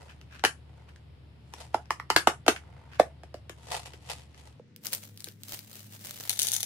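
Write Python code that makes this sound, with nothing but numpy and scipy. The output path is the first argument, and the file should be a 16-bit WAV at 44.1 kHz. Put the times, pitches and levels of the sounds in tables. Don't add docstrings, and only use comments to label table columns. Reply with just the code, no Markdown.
import sys
import numpy as np
from scipy import signal
from scipy.fft import rfft, irfft
from scipy.io import wavfile

SR = 44100
rng = np.random.default_rng(int(sys.argv[2]) if len(sys.argv) > 2 else 0)


def materialize(psi):
    bounded = np.clip(np.atleast_2d(psi).T, -1, 1)
    quanta = np.round(bounded * 32767).astype(np.int16)
    wavfile.write(sys.argv[1], SR, quanta)


N = 293265
TIME = np.arange(N) / SR
FFT_SIZE = 4096

# frequency_hz, gain_db
AIR_BEFORE = [(25, -17.5), (50, -26.5), (62, -15.5), (80, -1.5), (140, 3), (190, -9.5), (400, -15),
              (700, -20.5), (1400, -27.5), (3000, -27), (5300, -35), (5900, -46), (11000, -45),
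              (15000, -59)]
AIR_AFTER = [(25, -20), (60, -30), (100, 8.5), (140, 5.5), (220, 0.5), (400, -9), (800, -28),
             (2000, -21.5), (6000, -31.5), (12000, -58)]
# frequency_hz, coherence_ratio
EAR_COHERENCE = [(100, 0.89), (300, 0.83), (640, 0), (1400, .05)]
# frequency_hz, t60_s
REVERB_TIMES = [(200, 0.067), (600, 0.16), (1500, 0.16), (4000, 0.13), (10000, .2), (16000, 0.05)]
# frequency_hz, gain_db
REVERB_SPECTRUM = [(150, 5), (400, -3.5), (800, -6), (1600, -0.5), (4000, -0.5), (12000, 0.5)]
# start_s, end_s, pitch_hz, level_db, waver_ratio
FAINT_TONES = [(0, 4.58, 73.5, -54.5, .012), (0, 4.58, 116, -62, .1), (4.9, 6.65, 102.3, -55.5, .003),
               (4.58, 6.65, 209.9, -64.5, .005), (4.58, 5.2, 484.5, -73, .003)]
# peak_s, decay_s, level_db
SLIDES_AND_RUBS = [(0.021, 0.09, -55), (0.776, 0.18, -62.5), (1.6, 0.038, -46.5), (2.71, 0.33, -58),
                   (3.734, 0.033, -32), (3.859, 0.0093, -58.5), (4.107, 0.021, -37.5), (4.384, .016, -56.5),
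                   (4.46, 0.041, -57.5)]
# frequency_hz, gain_db
SLIDE_SPECTRUM = [(900, -10), (1600, -3), (2500, 2.5), (4300, -1.5), (6000, -4.5), (9000, -6.5),
                  (12500, -15.5), (14500, -26), (16000, -71)]
# frequency_hz, bandwidth_hz, gain_db
BOX_MODES = [(495, 98, 5), (616, 120, -5.5), (699.7, 99, 4.5), (865, 110, 2), (923, 44, -13),
             (1240, 300, -4), (1415, 180, -12), (1770, 120, -10), (2000, 300, -2)]
# peak_s, decay_s, level_db
FINGER_CREAKS = [(.1, 0.012, -49.5), (.317, 0.0073, -49), (.347, 0.029, -49), (.89, 0.0087, -57.5),
                 (2.565, 0.0036, -38.5), (2.94, 0.024, -50)]
# frequency_hz, gain_db
CRACK_SPECTRUM = [(500, -15.5), (1100, -2.5), (1700, -1.5), (2300, -7), (2900, -6), (3800, -11.5),
                  (5200, -11), (7000, -17), (10500, -22.5), (13800, -26), (15500, -43.5)]
# start_s, level_db
LIGHT_TAPS = [(.213, -38), (.394, -35.5), (.96, -40.5), (1.856, -44), (4.345, -40)]
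# start_s, pitch_hz, knock_db, crack_db
KNOCKS = [(.438, 833, -25, -27), (0.4487, 910, -31, -20), (1.537, 840, -50, -45), (1.7438, 804, -21, -36),
          (1.9059, 1060, -25.5, -33.5), (1.9985, 1185, -37, -50), (2.101, 918, -23.5, -25.5),
          (2.162, 916, -22.5, -16), (2.2717, 808, -18, -19.5), (2.464, 755, -37.5, -38),
          (2.48, 722, -21.5, -18.5), (2.997, 651, -12, -29.5), (3.234, 740, -50.5, -55),
          (3.342, 598, -40.5, -50.5), (3.495, 645, -54, -44), (3.935, 499, -55.5, -51.5),
          (4.596, 471, -47.5, -80), (5.271, 518, -55.5, -52)]
# start_s, level_db
BAG_CRINKLES = [(4.7623, -30), (4.8572, -22.5), (4.8685, -19), (4.9314, -14), (4.9359, -12), (4.9492, -16),
                (5.1749, -30), (5.205, -27.5), (5.2432, -20.5), (5.2862, -27), (5.4343, -28), (5.5436, -31),
                (5.5908, -28.5)]
# peak_s, decay_s, level_db
BAG_SQUEEZES = [(4.866, 0.019, -32), (4.94, .022, -30), (5.03, 0.057, -46), (5.205, 0.027, -50),
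                (5.278, .035, -47), (5.525, 0.059, -37), (5.765, 0.089, -45), (5.935, 0.022, -41),
                (6.07, 0.078, -41.5), (6.225, 0.1, -40)]
# frequency_hz, gain_db
FILM_SPECTRUM = [(200, -6), (600, 0.5), (1000, -5.5), (2500, -2.5), (4000, -1), (7500, -2.5), (11000, -4),
                 (13500, -0.5), (15500, -1.5), (16500, -27)]
# start_s, level_db
BEAD_LANDINGS = [(6.2946, -9), (6.3911, -12), (6.3963, -12), (6.4179, -12), (6.4263, -15.5), (6.4302, -14),
                 (6.4694, -13.5), (6.4847, -14.5), (6.5176, -14), (6.5349, -14.5), (6.5404, -15.5),
                 (6.5504, -19), (6.5644, -15.5), (6.6048, -19), (6.6298, -17)]
# frequency_hz, gain_db
BEAD_SPECTRUM = [(240, -48), (400, -9), (858, -5.5), (1080, -14.5), (1730, -6.5), (2760, -7), (3590, 1),
                 (5140, -6), (6190, 1.5), (7820, -7), (9720, -2.5), (14600, -6.5), (15700, -13),
                 (16500, -50)]


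def amp(db):
    return 10 ** (np.asarray(db) / 20)


def unit_rms(x):
    return x / np.sqrt(np.mean(x ** 2) + 1e-20)


def curve_at(points, hz):
    f, value = np.transpose(points)
    return np.interp(np.log(hz + 1), np.log(f + 1), value)


def swells(rows, rise_share, steepness=1):
    power = np.zeros(N)
    for peak_s, decay_s, db in rows:
        near = abs(TIME - peak_s) < 10 * decay_s
        away = np.maximum((peak_s - TIME[near]) / rise_share, TIME[near] - peak_s) / decay_s
        power[near] += amp(db) ** 2 * np.exp(-2 * away ** steepness)
    return np.sqrt(power)


def add(mix, start_s, sound):
    part = mix[:, max(round(start_s * SR), 0):][:, :sound.shape[-1]]
    part += sound[..., :part.shape[1]]


def colour(x, db_at):
    hz = abs(np.fft.fftfreq(FFT_SIZE, 1 / SR))
    log_gain = np.log(np.maximum(amp(db_at(hz)), 1e-5))
    taps = np.fft.ifft(np.exp(np.conj(signal.hilbert(log_gain)))).real[:FFT_SIZE // 2]
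    return signal.oaconvolve(x, taps[None], axes=1)[:, :x.shape[1]]


def shaped(x, spectrum):
    return unit_rms(colour(x, lambda f: curve_at(spectrum, f)))


def resonance(hz, centre_hz, width_hz):
    return 1j * hz * width_hz / (centre_hz ** 2 - hz ** 2 + 1j * hz * width_hz)


def grains(per_s, spread_db):
    sizes = amp(spread_db * np.minimum(rng.exponential(1, N), 3.5))
    impacts = sizes * (rng.random(N) < per_s / SR)
    decay = np.exp(-np.arange(FFT_SIZE // 16) / SR / 0.0013)
    return signal.oaconvolve(impacts, decay)[:N] * rng.standard_normal((2, N))


def clicks(rows, spectrum, centre_hz, scatter_octaves, ring_s, focus_db, lead_s, left_db):
    mix, t = np.zeros((2, N)), np.arange(FFT_SIZE // 4) / SR
    for start_s, level_db in rows:
        own_hz = centre_hz * 2 ** (scatter_octaves * rng.uniform(-1, 1))
        burst = rng.standard_normal((2, len(t))) * t / ring_s * np.exp(-t / ring_s)
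        burst += .3 * burst[::-1]
        burst[1] = np.interp(t - round(lead_s * SR) / SR, t, burst[1], left=0)
        click = colour(burst, lambda f: curve_at(spectrum, f) - focus_db * np.log2((f + 1) / own_hz) ** 2)
        pan_db = left_db + 2.8 * rng.standard_normal()
        ear_gains = amp(level_db + np.array([[pan_db], [-pan_db]]) / 2)
        add(mix, start_s + 0.0002, click / abs(click).max() * ear_gains)
    return mix


def cohere(spectra, hz):
    shared = np.clip(curve_at(EAR_COHERENCE, hz), 0, 1)
    spectra[1] = shared * spectra[0] + np.sqrt(1 - shared ** 2) * spectra[1]


def room(x, wet_db):
    echoes = rng.choice([-1., 1.], (2, SR // 4)) * (rng.random((2, SR // 4)) < .15)
    hz, t, bands = signal.stft(echoes, SR, nperseg=256)
    cohere(bands, hz[:, None] / 2)
    decay = amp(-60 * t / curve_at(REVERB_TIMES, hz)[:, None])
    tail = signal.istft(bands * decay, SR, nperseg=256)[1]
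    tail *= np.clip(np.arange(tail.shape[1]) / SR / 0.0011, 0, 1) ** 2
    tail = colour(tail / np.linalg.norm(tail[0]), lambda f: curve_at(REVERB_SPECTRUM, f))
    return x + amp(wet_db) * signal.fftconvolve(x, tail, axes=1)[:, :x.shape[1]]


def room_noise(spectrum, db):
    hz = np.fft.rfftfreq(N, 1 / SR)
    noise = rfft(rng.standard_normal((2, N)))
    cohere(noise, hz)
    return amp(db) * unit_rms(irfft(noise * amp(curve_at(spectrum, hz)), N)) * amp([[.7], [-.7]])


def air(change_s=4.58, fade_s=.04):
    late_share = np.clip((TIME - change_s) / fade_s + .5, 0, 1)
    early = room_noise(AIR_BEFORE, db=-54.5)
    late = room_noise(AIR_AFTER, db=-57)
    return np.sqrt(1 - late_share) * early + np.sqrt(late_share) * late


def hum_and_ring(fade_s=.04):
    mix, knots = np.zeros(N), np.linspace(0, N / SR, num=30)
    for start_s, end_s, pitch_hz, db, waver in FAINT_TONES:
        drift, swell = (np.interp(TIME, knots, v) for v in rng.standard_normal((2, len(knots))))
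        gate = np.clip(np.minimum(TIME - start_s, end_s - TIME) / fade_s, 0, 1)
        phase = 2 * np.pi * np.cumsum(pitch_hz * (1 + waver * drift)) / SR
        mix += amp(db + 2 * swell) * gate * np.sqrt(2) * np.sin(phase)
    return mix * amp([[.5], [-.5]])


def box_response(hz):
    return sum(amp(db) * resonance(hz, f, width) for f, width, db in BOX_MODES)


def slides_and_rubs(body_db=-1, quick_s=0.033, dull_db_per_octave=5.5):
    hits, hz = grains(per_s=1500, spread_db=6), np.fft.rfftfreq(N, 1 / SR)
    hiss = shaped(hits, SLIDE_SPECTRUM) * amp([[.9], [-.9]])
    floor = box_response(hz) * resonance(hz, centre_hz=900, width_hz=1000)
    body = unit_rms(irfft(rfft(hits + 0.18 * hits[::-1]) * floor, N))
    mix = np.zeros((2, N))
    for peak_s, decay_s, db in SLIDES_AND_RUBS:
        trickle = (peak_s, decay_s * 3.9, db - 14)
        flow = swells([(peak_s, decay_s, db), trickle], rise_share=0.57, steepness=1.3)
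        hiss_db = -dull_db_per_octave * np.log2(decay_s / quick_s)
        mix += flow * (amp(hiss_db) * hiss + amp(body_db) * body)
    return room(mix, wet_db=-9)


def finger_creaks(tilt_db_per_octave=-1, scrape_db=6):
    def gain_db(hz):
        scrape = scrape_db * abs(resonance(hz, centre_hz=2750, width_hz=650))
        return curve_at(CRACK_SPECTRUM, hz) + tilt_db_per_octave * np.log2(hz + 1) + scrape

    ticks = unit_rms(colour(grains(per_s=600, spread_db=4), gain_db))
    return room(ticks * swells(FINGER_CREAKS, rise_share=.8), wet_db=-2.5)


def light_taps():
    taps = clicks(LIGHT_TAPS, CRACK_SPECTRUM, centre_hz=4500, scatter_octaves=.3,
                  ring_s=.0006, focus_db=1.2, lead_s=.00005, left_db=1.5)
    return room(taps, wet_db=-7)


def creep(creep_s=.003, creep_db=-20, tilt_db_per_octave=-2):
    slips = grains(per_s=3000, spread_db=3)
    scrape = colour(slips + .5 * slips[::-1],
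                    lambda f: curve_at(CRACK_SPECTRUM, f) + tilt_db_per_octave * np.log2(f + 1))
    creeps = [(s, creep_s, max(knock_db, crack_db) + creep_db) for s, _, knock_db, crack_db in KNOCKS]
    return unit_rms(scrape) * swells(creeps, rise_share=1)


def panel_response(hz, pitch_hz):
    fundamental, overtone = (resonance(hz, f, 0.43 * pitch_hz) ** 2 for f in (pitch_hz, 1.6 * pitch_hz))
    overtone_gain = amp(-7) * (pitch_hz / 900) ** 2
    return (fundamental + overtone_gain * overtone) * (1 + box_response(hz))


def bending_wave(response, hz, late_cycles):
    wave = irfft(response * np.exp(-2j * np.pi * late_cycles * np.log(hz + 1)))
    return unit_rms(wave) * signal.windows.tukey(2 * FFT_SIZE, .5)[FFT_SIZE:]


def slip_crack(flex_db, doubling_db=26.5):
    t = np.arange(FFT_SIZE) / SR
    build_up_s = 0.0013 * 2 ** ((flex_db + 30) / doubling_db)
    slips = rng.standard_normal((2, FFT_SIZE)) * t / build_up_s * np.exp(-t / build_up_s)
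    crack = shaped(slips + 0.26 * slips[::-1], CRACK_SPECTRUM)
    crack[0] = np.interp(t - 4 / SR, t, crack[0], left=0)
    return crack * amp([[1.2], [-1.1]])


def snaps_and_knocks(soft_hz=733, stiff_db_per_octave=28.5, knock_room_db=-3):
    mix, hz = np.zeros((2, N)), np.fft.rfftfreq(FFT_SIZE, 1 / SR)
    lid_mode = resonance(hz, centre_hz=365, width_hz=230) ** 2
    for start_s, pitch_hz, knock_db, crack_db in KNOCKS:
        stiffness_db = stiff_db_per_octave * max(np.log2(pitch_hz / soft_hz), 0)
        flex_db = 0.8 * crack_db + 0.2 * knock_db - stiffness_db
        panel = bending_wave(panel_response(hz, pitch_hz), hz, late_cycles=0.8974)
        knock = amp(knock_db - 8) * panel * amp([[-1.3], [1.2]])
        thud = amp(flex_db - 10) * bending_wave(lid_mode, hz, late_cycles=1.6)
        crack = amp(crack_db - 8) * slip_crack(flex_db)
        add(mix, start_s, knock * (1 - amp(knock_room_db)))
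        snap = knock * amp(knock_room_db) + thud + crack
        add(mix, start_s, room(np.pad(snap, ((0, 0), (0, 2 * FFT_SIZE))), wet_db=-3))
    return mix


def crinkling_bag(spray_db=-4, rub_db=-7, crinkle_db=3):
    spray = amp(spray_db) * shaped(grains(per_s=600, spread_db=7), FILM_SPECTRUM)
    rub = amp(rub_db) * shaped(grains(per_s=4000, spread_db=3), FILM_SPECTRUM)
    rustle = (spray + rub) * swells(BAG_SQUEEZES, rise_share=0.77, steepness=1.1) * amp([[.9], [-.9]])
    crinkles = clicks(BAG_CRINKLES, FILM_SPECTRUM, centre_hz=6000, scatter_octaves=0.28,
                      ring_s=0.00017, focus_db=2.5, lead_s=.00007, left_db=2.5)
    return room(rustle + amp(crinkle_db) * crinkles, wet_db=-11.5)


def pouring_beads(bead_db=3, bounce_s=0.01, bounce_db=-13, jostle_db=-26, settle_s=0.069):
    hops = [(s + bounce_s * rng.uniform(0.55, 1.4), db + bounce_db) for s, db in BEAD_LANDINGS]
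    landings = clicks(BEAD_LANDINGS + hops, BEAD_SPECTRUM, centre_hz=8800, scatter_octaves=0.33,
                      ring_s=0.00054, focus_db=1.8, lead_s=.00012, left_db=5.5)
    settling = swells([(s, settle_s, db) for s, db in BEAD_LANDINGS], rise_share=0.016)
    jostle = shaped(grains(per_s=600, spread_db=5), BEAD_SPECTRUM) * settling * amp([[2.5], [-2.5]])
    return room(amp(jostle_db) * jostle + amp(bead_db) * landings, wet_db=-7.5)


def scene():
    handling = creep() + snaps_and_knocks() + light_taps() + slides_and_rubs() + finger_creaks()
    return handling + crinkling_bag() + pouring_beads() + air() + hum_and_ring()


def record(dry, cutoff_hz=16500):
    rounded = dry / (1 + dry ** 6) ** (1 / 6)
    low_pass = signal.firwin(255, cutoff_hz, window=("kaiser", 9), fs=SR)
    return signal.oaconvolve(rounded, low_pass[None], "same")


dry = scene()
out = record(dry)
materialize(out)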